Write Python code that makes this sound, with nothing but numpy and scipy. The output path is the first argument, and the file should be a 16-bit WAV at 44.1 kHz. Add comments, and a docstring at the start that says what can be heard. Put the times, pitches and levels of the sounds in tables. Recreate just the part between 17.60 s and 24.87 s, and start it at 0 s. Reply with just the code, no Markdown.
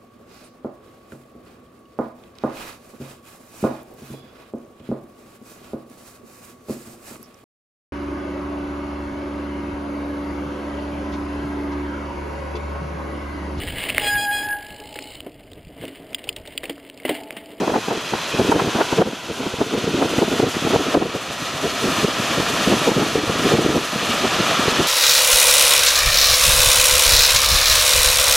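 """At a fumarole in a pile of sulphur-crusted stones, a couple of metres from a hand-held camera.
The steam jet roars and hisses steadily; echoes off the ground and the stones give it a hollow colour
that slides as the camera moves. Wind hits the microphone in short, low buffets over a fluttering rumble.
Each hard buffet pushes the recorder's gain down, and the hiss swells back over the next second."""
import sys
import numpy as np
from scipy import signal
from scipy.fft import rfft, irfft, next_fast_len
from scipy.io import wavfile
from scipy.ndimage import uniform_filter1d, map_coordinates

SR = 44100
rng = np.random.default_rng(int(sys.argv[2]) if len(sys.argv) > 2 else 0)


def log_audio(samples):
    """Write samples as a 16-bit WAV file to the path given in sys.argv[1]."""
    # one column per channel
    frames = np.atleast_2d(samples).T
    # limit to full scale, then quantise
    limited = np.clip(frames, -1, 1)
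    pcm = np.round(limited * 32767).astype(np.int16)
    wavfile.write(sys.argv[1], SR, pcm)


N = 320607
TIME = np.arange(N) / SR

# rise and fall of the jet at the microphone: time_s, relative_db
JET_LEVEL = [(0, -23), (.45, -23), (.51, -22.5), (.75, -22), (.82, -21), (.9, -20), (1.0, -19.5),
             (1.33, -19.5), (1.55, -22.5), (1.85, -21.5), (2.05, -23), (2.4, -22), (2.7, -23.5),
             (3.02, -21), (3.25, -22.5), (3.5, -19.5), (3.72, -21.3), (4.0, -19.5), (4.14, -20.5),
             (4.38, -18.5), (4.53, -18.5), (4.65, -18.5), (4.9, -19.5), (5.05, -20.5), (5.45, -22.5),
             (5.65, -25.5), (5.95, -22), (6.2, -25.5), (6.6, -24), (6.9, -22.5), (7.27, -22.5)]
# spectrum of the steam: frequency_hz, relative_db
JET_SPECTRUM = [(30, -28), (100, -5), (240, -1.5), (490, -2), (850, -4.5), (1150, -2.5), (1650, -5),
                (2150, -7), (3000, -3.5), (5100, -11), (6400, -12), (8000, -18), (11500, -22),
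                (15000, -32.5)]
# cavities between the stones of the vent: pitch_hz, width_hz, boost_db
VENT_CAVITIES = [(650, 180, 4), (995, 117, 4), (1360, 290, 4), (1944, 120, 3), (2547, 270, 4),
                 (3430, 370, 2.5), (4240, 530, 1.3), (6060, 280, 2.5), (6730, 430, 2)]
# sizzle of the fine spray in the jet: time_s, boost_db
SPRAY_SIZZLE = [(0, 1.5), (.55, -1.5), (.72, -2), (.9, 1.5), (1.0, -1), (1.8, 0), (2.08, 1), (2.28, -2.5),
                (2.5, 1), (3.45, -1.3), (4.35, 2), (4.53, -2.5), (4.62, 1), (5.35, 1), (5.65, -1.5),
                (5.97, 0.5), (6.17, 0.5), (6.55, 2), (6.85, -2.5), (7.27, 0)]
# echoes just behind the direct sound: time_s, ground_lag_ms, stone_edge_lag_ms, gain_of_each
NEAR_ECHOES = [(.7, 1.25, 1.34, .16), (1.3, 1.29, 1.64, .1), (2.6, 1.4, 1.8, .07), (3.1, 1.63, 1.94, .1),
               (3.5, 1.67, 1.97, .15)]
# the hollow colour along the camera's path: time_s, peak_hz, peak_db, dip_hz, dip_db
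HOLLOW_GLIDE = [(.3, 2780, -1, 2200, 1), (.8, 2800, 1.5, 2100, 0.5), (1.0, 3270, 1.5, 2000, 0.5),
                (1.8, 3290, 1, 1880, -3), (2.5, 3100, 2, 1810, 0), (3.3, 2970, 0, 1620, 0.5),
                (4.2, 2950, 0, 1560, 1)]
# stereo width of the jet, greatest in the treble: frequency_hz, side_gain_db
JET_SIDE_SPECTRUM = [(100, -41), (1200, -110), (2400, -27.5), (4400, -17), (8000, -8.5), (11000, -3.5),
                     (15000, -19)]
# echoes off the flanking stones add or cancel between left and right: centre_hz, width_hz, side_gain_db
FLANK_INTERFERENCE = [(2700, 310, 12), (3400, 470, -23), (4300, 260, 6.5), (4760, 220, 6), (5100, 250, 4),
                      (8700, 1500, -3.5)]
# width of the hiss as the camera moves: time_s, side_gain_db
HISS_SPREAD = [(0, 6.5), (.9, 2.5), (2.6, 1.5), (4.2, 2.5), (6.2, 0), (7.27, 0.5)]

# strength of the wind at the microphone: time_s, relative_db
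BREEZE_LEVEL = [(0, -20), (.21, -41), (.72, -46), (.87, -17), (1.17, -21), (1.29, -43), (1.64, -38),
                (1.85, -27.5), (2.4, -20.5), (2.92, -35), (3.1, -26), (3.45, -18.5), (3.66, -45),
                (4.3, -33), (5.0, -34.5), (5.78, -32), (5.98, -17), (6.25, -43), (6.5, -35.5), (7.27, -40)]
# hard eddies that strike the microphone: centre_s, relative_db, length_s, rasp_offset_db
HARD_EDDIES = [(.012, -7, 0.014, -8.5), (.035, -9.5, 0.026, -4.5), (.08, -4, 0.0065, -4.5),
               (.101, -5.5, 0.009, -6), (.121, -8, .007, -11), (.143, -7, 0.0094, 0),
               (.162, -1, 0.0082, -5.5), (.182, -10, 0.011, -9), (.286, -6, 0.0052, -7),
               (.312, -8, 0.011, -4), (.328, -13, 0.016, -5), (.354, -16, 0.0082, -7),
               (.376, -19.5, 0.011, -21.5), (.526, -18, 0.007, -14), (.538, -5, 0.0042, -2.5),
               (.553, -11, 0.0057, -8), (.747, -15.5, .012, -16), (.8, -5, 0.012, -10),
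               (.815, -11, 0.014, -16), (.85, -12, .006, -12), (.892, -13, 0.028, -10),
               (.923, -2.5, 0.0072, 1.5), (.953, -6, 0.021, -9), (.98, -15, 0.014, -6),
               (1.0, -13, 0.0085, 9), (1.021, -10.5, 0.016, -10), (1.047, -15, 0.01, -20),
               (1.066, -15, 0.011, -16), (1.089, -9.5, 0.0062, -6), (1.16, -12, 0.025, -3),
               (1.19, -11, 0.016, -2), (1.213, -5.5, 0.012, 0.5), (1.33, -4, 0.0084, -6),
               (1.397, -1, 0.019, -13), (1.42, 3, 0.0083, -5.5), (1.473, -8, .026, -11.5),
               (1.532, -13, 0.0091, -14), (1.706, -13.5, 0.022, -18), (1.806, -10.5, 0.013, -12),
               (1.833, -10.5, 0.0053, -9), (1.869, -8.5, 0.012, -10), (1.942, -13.5, 0.0042, -25),
               (2.015, -3, 0.013, -8), (2.144, -11, 0.025, -13.5), (2.18, -13, 0.011, -15),
               (2.277, -10.5, 0.011, -17), (2.311, -18, 0.0063, -24), (2.348, -10, 0.016, -16),
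               (2.424, -6.5, 0.015, -5.5), (2.457, -12, 0.0081, -13), (2.508, -24, .012, -19),
               (2.568, -15, 0.0094, -12), (2.587, -6.5, 0.0066, -12.5), (2.627, -5.5, 0.013, -10),
               (2.683, -11, 0.0084, -12), (2.732, -13.5, 0.026, -11), (2.801, -3.5, 0.0053, -8),
               (2.836, -6.5, 0.015, -14.5), (2.873, -15, 0.015, -19.5), (2.969, -19.5, 0.0085, -25),
               (3.05, -19, 0.011, -26), (3.073, -9.5, 0.01, -7.5), (3.108, -16, 0.013, -12),
               (3.143, -9, 0.024, -7.5), (3.162, -1, 0.0032, -8.5), (3.21, -14, 0.015, -13.5),
               (3.353, 0.5, 0.0089, -5.5), (3.374, 0.5, 0.0093, -14), (3.424, -2.5, 0.012, -5),
               (3.46, -10, 0.014, -14), (3.556, -9, 0.015, -11), (3.705, -23, 0.018, -21),
               (3.825, -23, 0.0096, -23), (3.945, -27, .022, -25), (4.052, -12, 0.028, -15),
               (4.135, -29, 0.028, -22), (4.249, -13, 0.026, -14.5), (4.286, -17.5, 0.015, -24),
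               (4.325, -23, 0.013, -18), (4.39, -25.5, 0.0091, -18), (4.435, -19, 0.0073, -26),
               (4.448, -5, 0.0065, -17), (4.485, -13.5, 0.0069, -12), (4.584, -18, .007, -17),
               (4.601, -15.5, 0.0068, -22), (4.712, -20, 0.018, -17.5), (4.782, -13.5, 0.012, -16),
               (4.803, -8, 0.0053, -12), (4.826, -17, 0.0052, -20), (4.904, -21.5, 0.01, -14),
               (4.94, -22.5, .018, -19), (5.012, -24, 0.0052, -30), (5.078, -12.5, 0.013, -17.5),
               (5.101, -12, .006, -12), (5.128, -10, 0.022, -12), (5.172, -21, .007, -18),
               (5.284, -8, 0.018, -9), (5.319, -10.5, 0.0066, -6), (5.376, -14, 0.02, -20),
               (5.399, -19, .008, -20), (5.425, -12.5, 0.019, -11), (5.468, -22, 0.0096, -14),
               (5.556, -8.5, 0.0037, -14), (5.578, -20, 0.032, -20), (5.68, -25, 0.01, -23),
               (5.7, -10.5, 0.0037, -16), (5.759, -19, 0.0058, -17), (5.864, -18.5, 0.024, -21.5),
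               (5.921, -15.5, 0.013, -11), (5.948, -10.5, 0.015, -12), (5.987, -9, 0.0048, -11),
               (6.02, -20, 0.0091, -10), (6.064, -10.5, 0.0046, -14.5), (6.098, -17, 0.018, -19),
               (6.164, -12.5, 0.029, -13), (6.332, -27, 0.0057, -23.5), (6.361, -23.5, 0.006, -24),
               (6.43, -27, 0.0099, -20), (6.5, -25, 0.018, -20), (6.572, -30, 0.0059, -21),
               (6.649, -17, 0.015, -11), (6.803, -18.5, 0.012, -18), (6.996, -24, 0.0053, -28),
               (7.083, -15, 0.0064, -19), (7.126, -28, .009, -24), (7.203, -21, 0.018, -26.5)]
# rumble and thump of the wind: frequency_hz, relative_db
WIND_SPECTRUM = [(20, -50), (45, -20), (70, -13), (100, -9.5), (150, -4), (250, 0.5), (470, 0), (530, -7),
                 (740, -11.5), (880, -65), (1600, -57), (4000, -71)]
# rasp of the eddies: frequency_hz, relative_db
RASP_SPECTRUM = [(400, -40), (640, 8), (850, 9), (1100, 1), (1400, -0.5), (1850, -9.5), (3000, -25),
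                 (8000, -40)]
# the part of the buffets that differs between the microphone ports: frequency_hz, relative_db
WIND_SIDE_SPECTRUM = [(60, -23), (160, -13), (300, 14.5), (430, 21.5), (600, 17), (1200, -23), (2500, -7),
                      (8000, -18)]
# the part of the rasp that differs between the ports: frequency_hz, relative_db
RASP_SIDE_SPECTRUM = [(400, -44), (700, 6), (950, 9), (1400, 0), (2000, -5.5), (2800, -6), (4000, -36),
                      (8000, -45)]


def vent(gain_db=3.0, flank_lag_ms=0.89, flank_db=-5.0, scatter_db=-3.5):
    """The jet from a couple of metres, with its echoes; flanking stones widen the treble."""
    ground_ms, edge_ms, echo_gain = curves(NEAR_ECHOES)
    jet = steam()
    # the rough crust mirrors only the longer waves, and a wave bent at an edge comes back inverted
    mirrored, _ = split(jet, hz=9000)
    echoes = echo_gain * (delayed(mirrored, ground_ms) - delayed(mirrored, edge_ms))
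    mid = sliding_hollow(jet + echoes)
    reflection = undb(flank_db) * delayed(jet, flank_lag_ms)
    scatter = undb(scatter_db) * steam()
    side = colour(reflection + scatter, JET_SIDE_SPECTRUM, FLANK_INTERFERENCE)
    side *= undb(curves(HISS_SPREAD)[0])
    return np.array([mid + side, mid - side]) * undb(curves(JET_LEVEL)[0] + gain_db)


def steam(surge_db=0.43, roar_flutter_db=0.6, hiss_flutter_db=0.62, spray_flutter_db=1.5):
    """Large eddies roar, small ones hiss, fine spray sizzles; all surge together, each flutters alone."""
    roar, treble = split(noise(JET_SPECTRUM, VENT_CAVITIES), hz=1690)
    hiss, spray = split(treble, hz=6700)
    roar = roar * undb(roar_flutter_db * wander(rate_hz=37))
    hiss = hiss * undb(hiss_flutter_db * wander(rate_hz=37))
    spray = spray * undb(curves(SPRAY_SIZZLE)[0] + spray_flutter_db * wander(rate_hz=48))
    return (roar + hiss + spray) * undb(surge_db * wander(rate_hz=32))


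def sliding_hollow(x, peak_width_hz=300, dip_width_hz=420):
    """A ringing gap and a cancelled band, both shifting in pitch and strength as the camera moves in."""
    peak_hz, peak_db, dip_hz, dip_db = curves(HOLLOW_GLIDE)
    ringing = x + (undb(peak_db) - 1) * band(x, peak_hz, peak_width_hz)
    return ringing + (undb(dip_db) - 1) * band(ringing, dip_hz, dip_width_hz)


def wind(boom_db=-0.3, thump_db=1.77, rasp_db=-0.5, breeze_db=-4, flutter_db=4,
         side_db=-23.5, side_rasp_db=-9):
    """Eddies boom, thump and rasp right on the microphone, over a fluttering rumble."""
    boom, thump, rasp = eddies()
    breeze = undb(curves(BREEZE_LEVEL)[0] + breeze_db + flutter_db * wander(rate_hz=30))
    deep_pressure = np.hypot(boom * undb(boom_db), breeze)
    body_pressure = np.hypot(thump * undb(thump_db), breeze)
    deep, body = split(churn(WIND_SPECTRUM), hz=284)
    mid = deep_pressure * deep + body_pressure * body + undb(rasp_db) * rasp * churn(RASP_SPECTRUM)
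    # both ports feel nearly the same; the smaller the eddy, the more they differ
    side = undb(side_db) * body_pressure * noise(WIND_SIDE_SPECTRUM)
    side += undb(side_rasp_db) * rasp * noise(RASP_SIDE_SPECTRUM)
    return np.array([mid + side, mid - side])


def eddies(rise_steepness=2.0, fall_steepness=1.65, thinning=0.87, usual_rasp_db=-12):
    """Envelopes of boom, thump and rasp: each eddy hits within milliseconds and trails a short wake."""
    power = np.zeros((3, N))
    for centre_s, level_db, length_s, rasp_db in list(HARD_EDDIES) + small_eddies():
        near = slice(max(int((centre_s - .1) * SR), 0), int((centre_s + .1) * SR))
        age = 2 * (TIME[near] - centre_s) / length_s
        steepness = np.where(age < 0, rise_steepness, fall_steepness)
        # small, fast eddies rasp more and boom less
        boom_db = level_db - thinning * (rasp_db - usual_rasp_db)
        peak_power = undb([[boom_db], [level_db], [level_db + rasp_db]]) ** 2
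        power[:, near] += peak_power / (1 + np.abs(age) ** (2 * steepness))
    return np.sqrt(power)


def small_eddies(per_s=18, lift_db=5.5, scatter_db=4, length_s=0.0072, rasp_db=-23):
    """Light buffets at chance moments, following the wind's strength; rows as in HARD_EDDIES."""
    count = int(per_s * N / SR)
    jitter, size = rng.random((count, 2)).T
    times_s = (np.arange(count) + jitter) / per_s
    levels_db = np.interp(times_s, *np.transpose(BREEZE_LEVEL)) + lift_db + scatter_db * (2 * size - 1)
    return [(centre_s, level_db, length_s, rasp_db) for centre_s, level_db in zip(times_s, levels_db)]


def churn(spectrum, span_s=0.0115):
    """Turbulence whose strength stays even over the life of one eddy."""
    turbulence = noise(spectrum)
    local_power = uniform_filter1d(turbulence ** 2, int(span_s * SR))
    return turbulence / np.sqrt(local_power + 0.095)


def gain_control(x, ceiling_db=-11.5, recovery_db_per_s=8, detector_s=0.0082, attack_s=0.0019,
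                 start_duck_db=12):
    """The recorder's gain starts low, climbs steadily and drops fast when the level tops the ceiling."""
    power = uniform_filter1d(np.mean(x ** 2, axis=0), int(detector_s * SR))
    excess_db = np.maximum(10 * np.log10(np.maximum(power, 1e-12)) - ceiling_db, 0)
    recovered_db = recovery_db_per_s * TIME
    wanted_db = np.maximum.accumulate(np.maximum(excess_db + recovered_db, start_duck_db)) - recovered_db
    pole = np.exp(-1 / (attack_s * SR))
    duck_db = start_duck_db + signal.lfilter([1 - pole], [1, -pole], wanted_db - start_duck_db)
    return x * undb(-duck_db)


def undb(db):
    """Decibels to gain."""
    return 10 ** (np.asarray(db) / 20)


def curves(table):
    """The columns of a table, joined by straight lines in time."""
    times_s, *columns = np.transpose(table)
    return [np.interp(TIME, times_s, column) for column in columns]


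def colour(x, spectrum, peaks=()):
    """Filter by frequency_hz, gain_db points, with centre_hz, width_hz, boost_db resonances on top."""
    size = next_fast_len(N)
    points_hz, points_db = np.transpose(spectrum)
    bins_hz = np.maximum(np.fft.rfftfreq(size, 1 / SR), 1)
    gain_db = np.interp(np.log(bins_hz), np.log(points_hz), points_db)
    for centre_hz, width_hz, boost_db in peaks:
        gain_db += boost_db / (1 + (2 * (bins_hz - centre_hz) / width_hz) ** 2)
    return irfft(rfft(x, size) * undb(gain_db), size)[:N]


def noise(spectrum, peaks=()):
    """Turbulence of a given colour, rms 1."""
    x = colour(rng.standard_normal(N), spectrum, peaks)
    return x / x.std()


def wander(rate_hz):
    """A smooth random drift, standard deviation 1."""
    steps = rng.standard_normal(N // 50)
    drift = map_coordinates(steps, [TIME * rate_hz], order=2, mode="wrap")
    return drift / drift.std()


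def split(x, hz):
    """The parts of a sound under and over a frequency."""
    low = signal.sosfiltfilt(signal.butter(2, hz, fs=SR, output="sos"), x)
    return low, x - low


def delayed(x, lag_ms):
    """A sound heard after a steady or moving lag."""
    return map_coordinates(x, [np.arange(N) - lag_ms * SR / 1000], order=3)


def band(x, centre_hz, width_hz):
    """Band-pass with a moving centre, gain 1 there."""
    carrier = np.exp(2j * np.pi * np.cumsum(centre_hz) / SR)
    pole = np.exp(-np.pi * width_hz / SR)
    return 2 * np.real(carrier * signal.lfilter([1 - pole], [1, -pole], x * carrier.conj()))


def scene():
    """Open air: steam a couple of metres off, wind on the microphone."""
    return vent() + wind()


def record(dry, top_hz=15150):
    """The camera's recorder ducks under the buffets, rounds the highest peaks and cuts the top."""
    ducked = gain_control(dry)
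    rounded = ducked / (1 + ducked ** 10) ** (1 / 10)
    return signal.sosfilt(signal.ellip(10, .1, 80, top_hz, fs=SR, output="sos"), rounded)


dry = scene()
out = record(dry)
log_audio(out)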